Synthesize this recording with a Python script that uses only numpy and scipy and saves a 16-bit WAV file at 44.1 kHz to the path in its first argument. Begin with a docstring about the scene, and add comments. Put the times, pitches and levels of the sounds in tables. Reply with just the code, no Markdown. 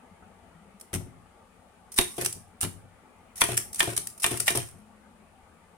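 """A manual typewriter on a desk in a quiet room, the microphones close by. Ventilation hums softly from the
left throughout, with faint far hums and knocks. The shift key clunks down, one letter is struck, the shift key
clunks up, then four letters follow faster. For each letter the linkage rattles, the typebar slaps the platen,
the carriage steps with a thud through frame and desk, and the bar drops back. Chatter is shaped noise, the
struck bodies are decaying modes, and the room answers briefly; a last low ring lingers."""
import sys
import numpy as np
from scipy import signal
from scipy.fft import rfft, irfft, next_fast_len
from scipy.io import wavfile
from scipy.ndimage import uniform_filter1d, map_coordinates

SR = 44100
rng = np.random.default_rng(int(sys.argv[2]) if len(sys.argv) > 2 else 0)


def persist_wave(psi):
    """Save psi, clipped to +-1, as 16-bit WAV."""
    counts = np.round(np.clip(psi, -1, 1) * 32767).astype(np.int16)
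    wavfile.write(sys.argv[1], SR, np.atleast_2d(counts).T)


N = 254456

# letters: [slug on the platen t/s, slap level/dB, left re right/dB, overload re slap/dB,
#  bar enters the guide t/s, level/dB, chatter at the slap level/dB, its t60/ms,
#  bar rebounds t/s, level/dB, blow to the frame at the slap/dB, at the rebound/dB]
LETTERS = [(1.9873, -14, 6.5, -7, 1.9779, -14.5, -12, 24, 2.01, -17, -22.5, -33),
           (3.4171, -5, 4.5, -24, 3.408, -14, -13.5, 19, 3.4372, -17, -29, -27),
           (3.805, -4.5, 1.5, -29.5, 3.794, -18, -14, 15, 3.8267, -19, -37, -27),
           (4.243, -9, -0.5, -26, 4.2315, -18, -15, 30, 4.2622, -16.5, -36, -27),
           (4.48, -7.5, 0, -26.5, 4.468, -19, -15.5, 45, 4.503, -20, -40, -24)]
# carriage steps as a key is let go: [t/s, blow level/dB, click level/dB,
#  settling blow t/s, level/dB, bounce on the feet re blow/dB]
CARRIAGE_STEPS = [(2.18, -25.5, -31, 2.219, -29, -18), (3.487, -23.5, -34, 3.52, -29, -12),
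                  (3.874, -23, -33, 3.919, -34, -10.5), (4.312, -23.5, -28, 4.339, -30.5, -11),
                  (4.55, -23, -27, 4.574, -27, -12.5)]
# typebar back in its basket: [first touch t/s, level/dB, landing t/s, level/dB]
BAR_RETURNS = [(2.2464, -18.5, 2.2601, -9.5), (3.5689, -18, 3.5758, -7.5), (3.9642, -19.5, 3.9764, -11),
               (4.3987, -20, 4.4021, -14), (4.5533, -20, 4.573, -12.5)]


def linkage():
    """Every contact is a short chatter of tiny steel impacts, bright with a duller part; loose parts rustle between."""
    # bright part of the contacts: [f/Hz, level/dB]
    bright_spectrum = [(1760, -39), (3000, -20), (3400, -24.5), (3830, -14), (4110, -17), (5750, -6.5),
                       (6860, -9.5), (8700, -2.5), (9660, -0.5), (10100, -4.5), (11000, -10.5),
                       (14200, -12.5), (16000, -22)]
    # dull part of the contacts: [f/Hz, level/dB]
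    dull_spectrum = [(300, -43.5), (700, -9.5), (1100, -4.5), (1500, -3), (2300, -1.5), (3200, -4.5),
                     (4500, -10.5), (8000, -34)]
    # resonances of the steel levers: [f/Hz, width/Hz, level/dB]
    lever_modes = [(5450, 110, -11.5), (8580, 41, -4.5), (8860, 50, -1), (9850, 630, -5.5),
                   (10740, 200, -1.5), (11500, 280, -7), (12300, 93, -5), (13800, 39, -10.5)]
    pan_scatter_db = 2

    time = np.arange(N) / SR
    grit_db = 2 * wobble(40) + 4 * np.maximum(wobble(300), 0)  # lumps and ticks
    bright, dull = (np.tile(level * amp(grit_db - 1), (2, 1)) for level in rustle())
    t = time[:SR // 4]
    for s, db, dull_db, rise_ms, t60_ms in contacts():
        pan_db = pan_scatter_db * rng.standard_normal()
        pan_pair_db = np.array([[pan_db], [-pan_db]]) / 2
        shape = fade(t, t60_ms / 1000, max(rise_ms, .1) / 1000)
        shape = amp(db - 7.5 + pan_pair_db) * shape / shape.max()
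        add(bright, s, shape)
        add(dull, s, amp(dull_db) * shape)

    # other small parts take the blows from moment to moment, so the fine colour keeps changing
    steel = patchy(hiss(bright_spectrum, [(5000, .05)]), depth_db=3.0, size=3, span=3)
    body = patchy(hiss(dull_spectrum, [(600, .4), (1400, -0.14), (4000, -0.036)]), depth_db=4, size=3, span=3)
    flicker = amp(2.17 * np.array([wobble(700), wobble(700)]))
    chatter = flicker * bright * steel

    def levers(f):
        """A direct path plus one resonance for each lever mode."""
        return 0.91 + sum(amp(db) * 1j * f * w / (c * c - f * f + 1j * f * w) for c, w, db in lever_modes)

    return filtered(chatter, levers) + dull * body


def contacts():
    """Steel meets steel with a hardness and chatter of its kind: [t/s, level/dB, duller part/dB, rise/ms, t60/ms]."""
    # small ticks of key levers and bouncing bars: [t/s, level/dB, t60/ms]
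    lever_ticks = [(0.7978, -43, 39), (0.811, -30, 15), (1.918, -33, 80), (1.941, -34, 28),
                   (1.961, -30.5, 150), (2.1658, -43, 130), (2.2104, -22, 60), (2.3256, -23.5, 19),
                   (3.3563, -33.5, 57), (3.368, -35.5, 74), (3.3787, -31, 38), (3.7295, -27, 35),
                   (3.7448, -22, 25), (3.7575, -27.5, 60), (3.786, -34, 60), (4.0709, -18.5, 14),
                   (4.0994, -38, 30), (4.1773, -35, 31), (4.1981, -31, 56), (4.221, -28, 25),
                   (4.227, -26, 30), (4.372, -24, 30), (4.46, -30, 20)]
    # clatter of the shift key, down and up: [t/s, level/dB, duller part re level/dB]
    shift_clatter = [(0.9303, -28.5, -2), (0.9383, -22.5, -3), (0.948, -25.5, -5.5), (0.957, -30, -3),
                     (2.607, -23, -16.5), (2.6115, -19.5, -13.5), (2.6227, -22, -11), (2.6294, -21, -3.5),
                     (2.638, -27, 1), (2.648, -29, 2.5)]
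    # each kind: duller part in dB, rise in ms, t60 in ms (the slap's t60 comes with its letter)
    guide, slap, rebound = (-9, 1.8, 48), (6, .7), (-5, 1.1, 38)
    pawl, touch, land = (-4, 1.5, 45), (-13, 1.6, 45), (-11, .6, 16)
    tick_dull_db, tick_rise_ms = -16, 1.3
    shift_rise_ms, shift_t60_ms = .9, 38

    rows = [(s, db, tick_dull_db, tick_rise_ms, t60_ms) for s, db, t60_ms in lever_ticks]
    rows += [(s, db, dull_db, shift_rise_ms, shift_t60_ms) for s, db, dull_db in shift_clatter]
    for s, _, _, _, guide_s, guide_db, chatter_db, t60_ms, back_s, back_db, *_ in LETTERS:
        rows.append((guide_s, guide_db, *guide))
        rows.append((s - .001, chatter_db, *slap, t60_ms))
        rows.append((back_s, back_db, *rebound))
    rows += [(s, click_db, *pawl) for s, _, click_db, *_ in CARRIAGE_STEPS]
    for s, db, land_s, land_db in BAR_RETURNS:
        rows += [(s, db, *touch), (land_s, land_db, *land)]
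    return rows


def rustle():
    """Bright and dull envelopes of loose parts, shaken anew by each swing, slap, step and landing; powers add."""
    # bright dB, dull dB, rise s, bright t60 s, dull t60 s
    after_slap = (-38.5, -39, .012, .8, .38)
    after_step = (-39, -36, .015, .45, .28)
    after_land = (-47, -58, .012, .42, .2)
    swing_db = np.array([[-36], [-48]])  # bright and dull, as the bar reaches the guide
    swing_db_per_s = 1300  # the bar's rattle grows on its way up
    settle_t60_s = .12  # what the slap shook comes to rest once the bar has landed

    power, t = np.zeros((2, N)), np.arange(SR // 2) / SR

    def shake(bright_db, dull_db, rise, bright_t60, dull_t60):
        """Loose parts set going by one blow."""
        return np.array([amp(bright_db) * fade(t, bright_t60, rise), amp(dull_db) * fade(t, dull_t60, rise)])

    before = t[:SR // 16][::-1]  # seconds left until the guide
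    for letter, step, fall in zip(LETTERS, CARRIAGE_STEPS, BAR_RETURNS):
        slap_s, guide_s, step_s, land_s = letter[0], letter[4], step[0], fall[2]
        add(power, guide_s - before[0], amp(swing_db - swing_db_per_s * before) ** 2)
        rest = amp(-60 * np.maximum(slap_s + t - land_s, 0) / settle_t60_s)
        add(power, slap_s, (rest * shake(*after_slap)) ** 2)
        add(power, step_s, shake(*after_step) ** 2)
        add(power, land_s, shake(*after_land) ** 2)
    return np.sqrt(power)


def platen():
    """The slug's slap rings roller and paper; the right microphone overloads at the slap, leaving a slow low step."""
    # roller and paper modes: [f/Hz, level/dB, t60/s]
    roller_modes = [(675, -6, 0.054), (936, -1.5, .03), (1439, -6.5, 0.026), (1640, -4.5, 0.018),
                    (1818, -2, 0.041), (2180, -3.5, 0.014), (2390, -3, 0.071), (2970, -3.5, 0.025),
                    (3180, -2.5, 0.037), (3517, -2.5, 0.03)]
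    out, t = np.zeros((2, N)), np.arange(SR // 6) / SR
    u = 2 * np.pi * 2500 * t
    # one swing each way, partly opposed at the two microphones
    slap = 7 * (1 - u) * np.exp(-u) * np.array([[1], [-.4]])
    for s, db, pan_db, overload_db, *_ in LETTERS:
        pan_pair_db = np.array([[pan_db], [-pan_db]]) / 2
        body = ring(roller_modes, t, .0003, scatter_db=1.5, turns_per_khz=.3)
        add(out, s, amp(db - 12.5 + pan_pair_db) * (body + slap))
        overload = fade(t, .12, rise=.0008) * np.cos(2 * np.pi * 14 * t)
        add(out[1], s, -amp(db + overload_db) * overload)
    return out


def carriage():
    """Soft heavy blows ring the frame, the feet and the desk and give a dull puff."""
    # typewriter frame: [f/Hz, level/dB, t60/s]
    frame_modes = [(321.5, -5, 0.15), (359.1, 3, 0.14), (422, -5, .15), (560, -5.5, 0.069),
                   (689.4, -4.5, 0.13)]
    # the machine bouncing on its feet: [f/Hz, level/dB, t60/s]
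    feet_modes = [(120.4, 1, 0.21)]
    # desk under it: [f/Hz, level/dB, t60/s]
    desk_modes = [(62, -8.5, 0.13), (96, 3, .22), (163, 0, .2), (210, -5.5, .15), (265, -1.5, 0.12)]
    # dull puff: [f/Hz, level/dB]
    puff_spectrum = [(12, -40), (30, -19.5), (70, -4.5), (200, -4), (500, -3.5), (800, -7.5), (1300, -15.5),
                     (3000, -45.5)]
    out, puff, t = np.zeros((2, N)), np.zeros(N), np.arange(SR // 4) / SR
    for s, db, feet_db, desk_db, puff_db in blows():
        frame = ring(frame_modes, t, .003, scatter_db=2, turns_per_khz=.2)
        feet = ring(feet_modes, t, .008, scatter_db=0.65, turns_per_khz=.3)
        desk = ring(desk_modes, t, .003, scatter_db=1.5, turns_per_khz=.4)
        add(out, s, amp(db - 6) * (frame + amp(feet_db + 11.5) * feet + amp(desk_db + 8) * desk))
        add(puff, s, amp(db + puff_db - 3.5) * fade(t, 0.079, rise=.002))
    out += puff * hiss(puff_spectrum, [(25, .3), (80, 1.0), (800, .5)])
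    return out * amp([[2.2], [-2.2]])  # heavier on the left


def blows():
    """Each heavy blow shares its force among the bodies: [t/s, frame level/dB, feet, desk, puff re frame/dB]."""
    # heavy blows of the shift key: [t/s, frame level/dB, desk re frame/dB]
    shift_blows = [(0.932, -31, -2), (0.955, -34, 0), (1.004, -41.5, -4), (2.631, -29.5, -4),
                   (2.659, -38.5, -3)]
    # the desk rocks: [t/s, frame level/dB]
    desk_rocks = [(1.063, -46), (1.154, -55), (2.355, -48), (2.749, -49), (2.839, -52), (4.741, -55)]
    # feet, desk and puff in dB re frame
    at_slap, at_rebound = (-30, -24, 3), (-20, -21, -8)
    at_land, at_rock = (-13, -13, -3), (-5, 1.5, -5)
    at_step, at_settle = (-25, -2), (-17.5, -2)  # desk and puff only
    shift_feet_db, shift_puff_db = -7, -1
    settle_feet_db = 3  # the settling blow bounces the feet more
    land_blow_db = -36

    rows = [(s, db, shift_feet_db, desk_db, shift_puff_db) for s, db, desk_db in shift_blows]
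    rows += [(s, db, *at_rock) for s, db in desk_rocks]
    for s, *_, back_s, _, slap_db, back_db in LETTERS:
        rows += [(s, slap_db, *at_slap), (back_s, back_db, *at_rebound)]
    for s, db, _, settle_s, settle_db, feet_db in CARRIAGE_STEPS:
        rows.append((s, db, feet_db, *at_step))
        rows.append((settle_s, settle_db, feet_db + settle_feet_db, *at_settle))
    return rows + [(land_s, land_blow_db, *at_land) for _, _, land_s, _ in BAR_RETURNS]


def room(x):
    """Each frequency dies at its own speed; the tail differs from moment to moment."""
    # reverberation: [f/Hz, t60/s]
    room_t60 = [(100, 0.62), (500, 0.24), (3000, 0.28), (9000, 0.32), (15000, 0.27)]
    out, step = np.zeros((2, N)), SR // 5  # a new tail every 0.2 s
    for k in range(0, N, step):
        hz, t, z = signal.stft(rng.standard_normal((2, SR // 2)), SR, nperseg=256)
        decay = amp(-60 * t / along(room_t60, hz)[:, None])
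        tail = signal.istft(z * decay, SR, nperseg=256)[1]
        tail = tail / np.linalg.norm(tail[0])
        add(out, k / SR + .004, signal.fftconvolve(x[:, k:k + step], tail, axes=1))
    return out


def room_tone():
    """Patchy ventilation noise over smooth microphone hiss, with decaying low tones and far knocks."""
    # ventilation: [f/Hz, level/dB]
    air_spectrum = [(12, -42.5), (20, -11.5), (91, -1.5), (134, -18), (170, -1.5), (256, -4), (279, -13.5),
                    (459, -8.5), (558, -10), (878, -6), (1040, -17.5), (1140, -9.5), (1610, -17.5),
                    (2320, -18), (3500, -31.5), (4550, -61), (7700, -120)]
    # ventilation over time: [t/s, level/dB]
    air_level = [(0.0, -55.5), (2.0, -58.5), (3.6, -56), (5.77, -58)]
    # microphone hiss: [f/Hz, level/dB]
    mic_spectrum = [(1760, -31.5), (3000, 0), (3150, -3), (5750, -9), (9530, -1.5), (12500, -15),
                    (15100, -17.5), (16000, -23.5)]
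    # likeness of left and right: [f/Hz, correlation]
    air_likeness = [(60, 0.94), (240, 0.84), (950, 0.48), (3770, -0.1), (15000, -0.01)]
    # lean to the left: [f/Hz, left re right/dB]
    left_lean = [(60, 5.5), (380, 5.5), (2380, 2.5), (15000, 5.5)]
    # low hums in the building, and a long low ring after the last letter: [t/s, level/dB, f/Hz, t60/s]
    low_tones = [(0.03, -47, 250, 0.11), (0.109, -43.5, 196, 0.12), (0.549, -45.5, 168, 0.22),
                 (0.611, -46.5, 200, 0.14), (0.67, -47, 185, 0.12), (0.741, -45.5, 198, 0.1),
                 (4.78, -53.5, 212, 2.4)]
    # faint far knocks: [t/s, level/dB]
    far_knocks = [(0.222, -46), (3.052, -52)]
    # what a knock rings: [f/Hz, level/dB, t60/s]
    knock_modes = [(740, 0.5, .1), (874, -0.5, .1), (1296, -3.5, .09), (1470, -6, .09)]

    s, db = np.transpose(air_level)
    level = amp(np.interp(np.arange(N) / SR, s, db))
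    air = level * patchy(hiss(air_spectrum, air_likeness), depth_db=2.5, size=4, span=6)
    air += amp(-70) * hiss(mic_spectrum, air_likeness)
    t = np.arange(SR) / SR
    for s, db, hz, t60 in low_tones:
        add(air, s, amp(db) * fade(t, t60, rise=0.0063) * np.sin(2 * np.pi * hz * t))
    for s, db in far_knocks:
        add(air, s, amp(db) * ring(knock_modes, t, .006, scatter_db=1.5, turns_per_khz=.1))
    return filtered(air, lambda hz: amp(along(left_lean, hz) * np.array([[.5], [-.5]])))


def ring(modes, t, rise, scatter_db, turns_per_khz):
    """Modes at new strengths; higher modes reach the two microphones more out of step."""
    draw = rng.standard_normal((len(modes), 3))  # strength, left phase, right phase
    out = 0
    for (hz, db, t60), d in zip(modes, draw):
        turns = hz * t + turns_per_khz * hz / 1000 * d[1:, None]
        out = out + amp(db + scatter_db * d[0]) * fade(t, t60, rise) * np.sin(2 * np.pi * turns)
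    return out


def hiss(spectrum, alike):
    """Stereo noise of rms 1 with a given likeness of the channels, set by the balance of mid and side."""
    turn = lambda hz: np.arccos(np.clip(along(alike, hz), -1, 1)) / 2
    white = rng.standard_normal((2, N))
    mid, side = filtered(white, lambda hz: amp(along(spectrum, hz)) * [np.cos(turn(hz)), np.sin(turn(hz))])
    return unit(np.array([mid + side, mid - side]))


def patchy(x, depth_db, size, span):
    """Random gain patches smoothed over size bins and span frames, the same in both channels; rms 1."""
    z = signal.stft(x, SR, nperseg=1024)[2]
    field = uniform_filter1d(rng.standard_normal(z.shape[1:]), size=size, axis=0)
    field = uniform_filter1d(field, size=span, axis=1)
    return unit(signal.istft(z * amp(depth_db * unit(field)), SR, nperseg=1024)[1][:, :N])


def wobble(rate):
    """A smooth random curve, rate knots a second."""
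    knots = rng.standard_normal(int(N * rate / SR) + 4)
    return map_coordinates(knots, [np.arange(N) * rate / SR])


def fade(t, t60, rise):
    """Quick rise, exponential fall."""
    return amp(-60 * t / max(t60, .004)) * (1 - np.exp(-t / rise))


def filtered(x, response):
    """x times a response of frequency."""
    m = next_fast_len(N + SR // 2)
    return irfft(rfft(x, m) * response(np.fft.rfftfreq(m, 1 / SR)), m)[..., :N]


def along(points, hz):
    """Interpolates (Hz, value) points on a log axis."""
    f, v = np.transpose(points)
    return np.interp(np.log(hz + 1), np.log(f + 1), v)


def add(out, s, sound):
    """Mixes a sound in at a time in seconds."""
    part = out[..., round(s * SR):][..., :sound.shape[-1]]
    part += sound[..., :part.shape[-1]]


def amp(db):
    """Decibels to amplitude."""
    return 10 ** (np.asarray(db) / 20)


def unit(x):
    """Scales to rms 1."""
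    return x / np.sqrt(np.mean(x ** 2) + 1e-20)


def scene():
    """The typewriter's direct sound, the room's answer to it above 70 Hz, and the room tone."""
    sharp = linkage() + platen()
    heavy = carriage()
    wet = filtered(amp(-8) * sharp + amp(-10.5) * heavy, lambda hz: hz > 70)
    return sharp + heavy + room(wet) + room_tone()


def record(dry):
    """The loudest peaks round off just below full scale; nothing is kept above the band limit."""
    top_hz = 16000
    rounded = dry / (1 + np.abs(dry / .97) ** 8) ** (1 / 8)
    return filtered(rounded, lambda hz: hz < top_hz)


dry = scene()
out = record(dry)
persist_wave(out)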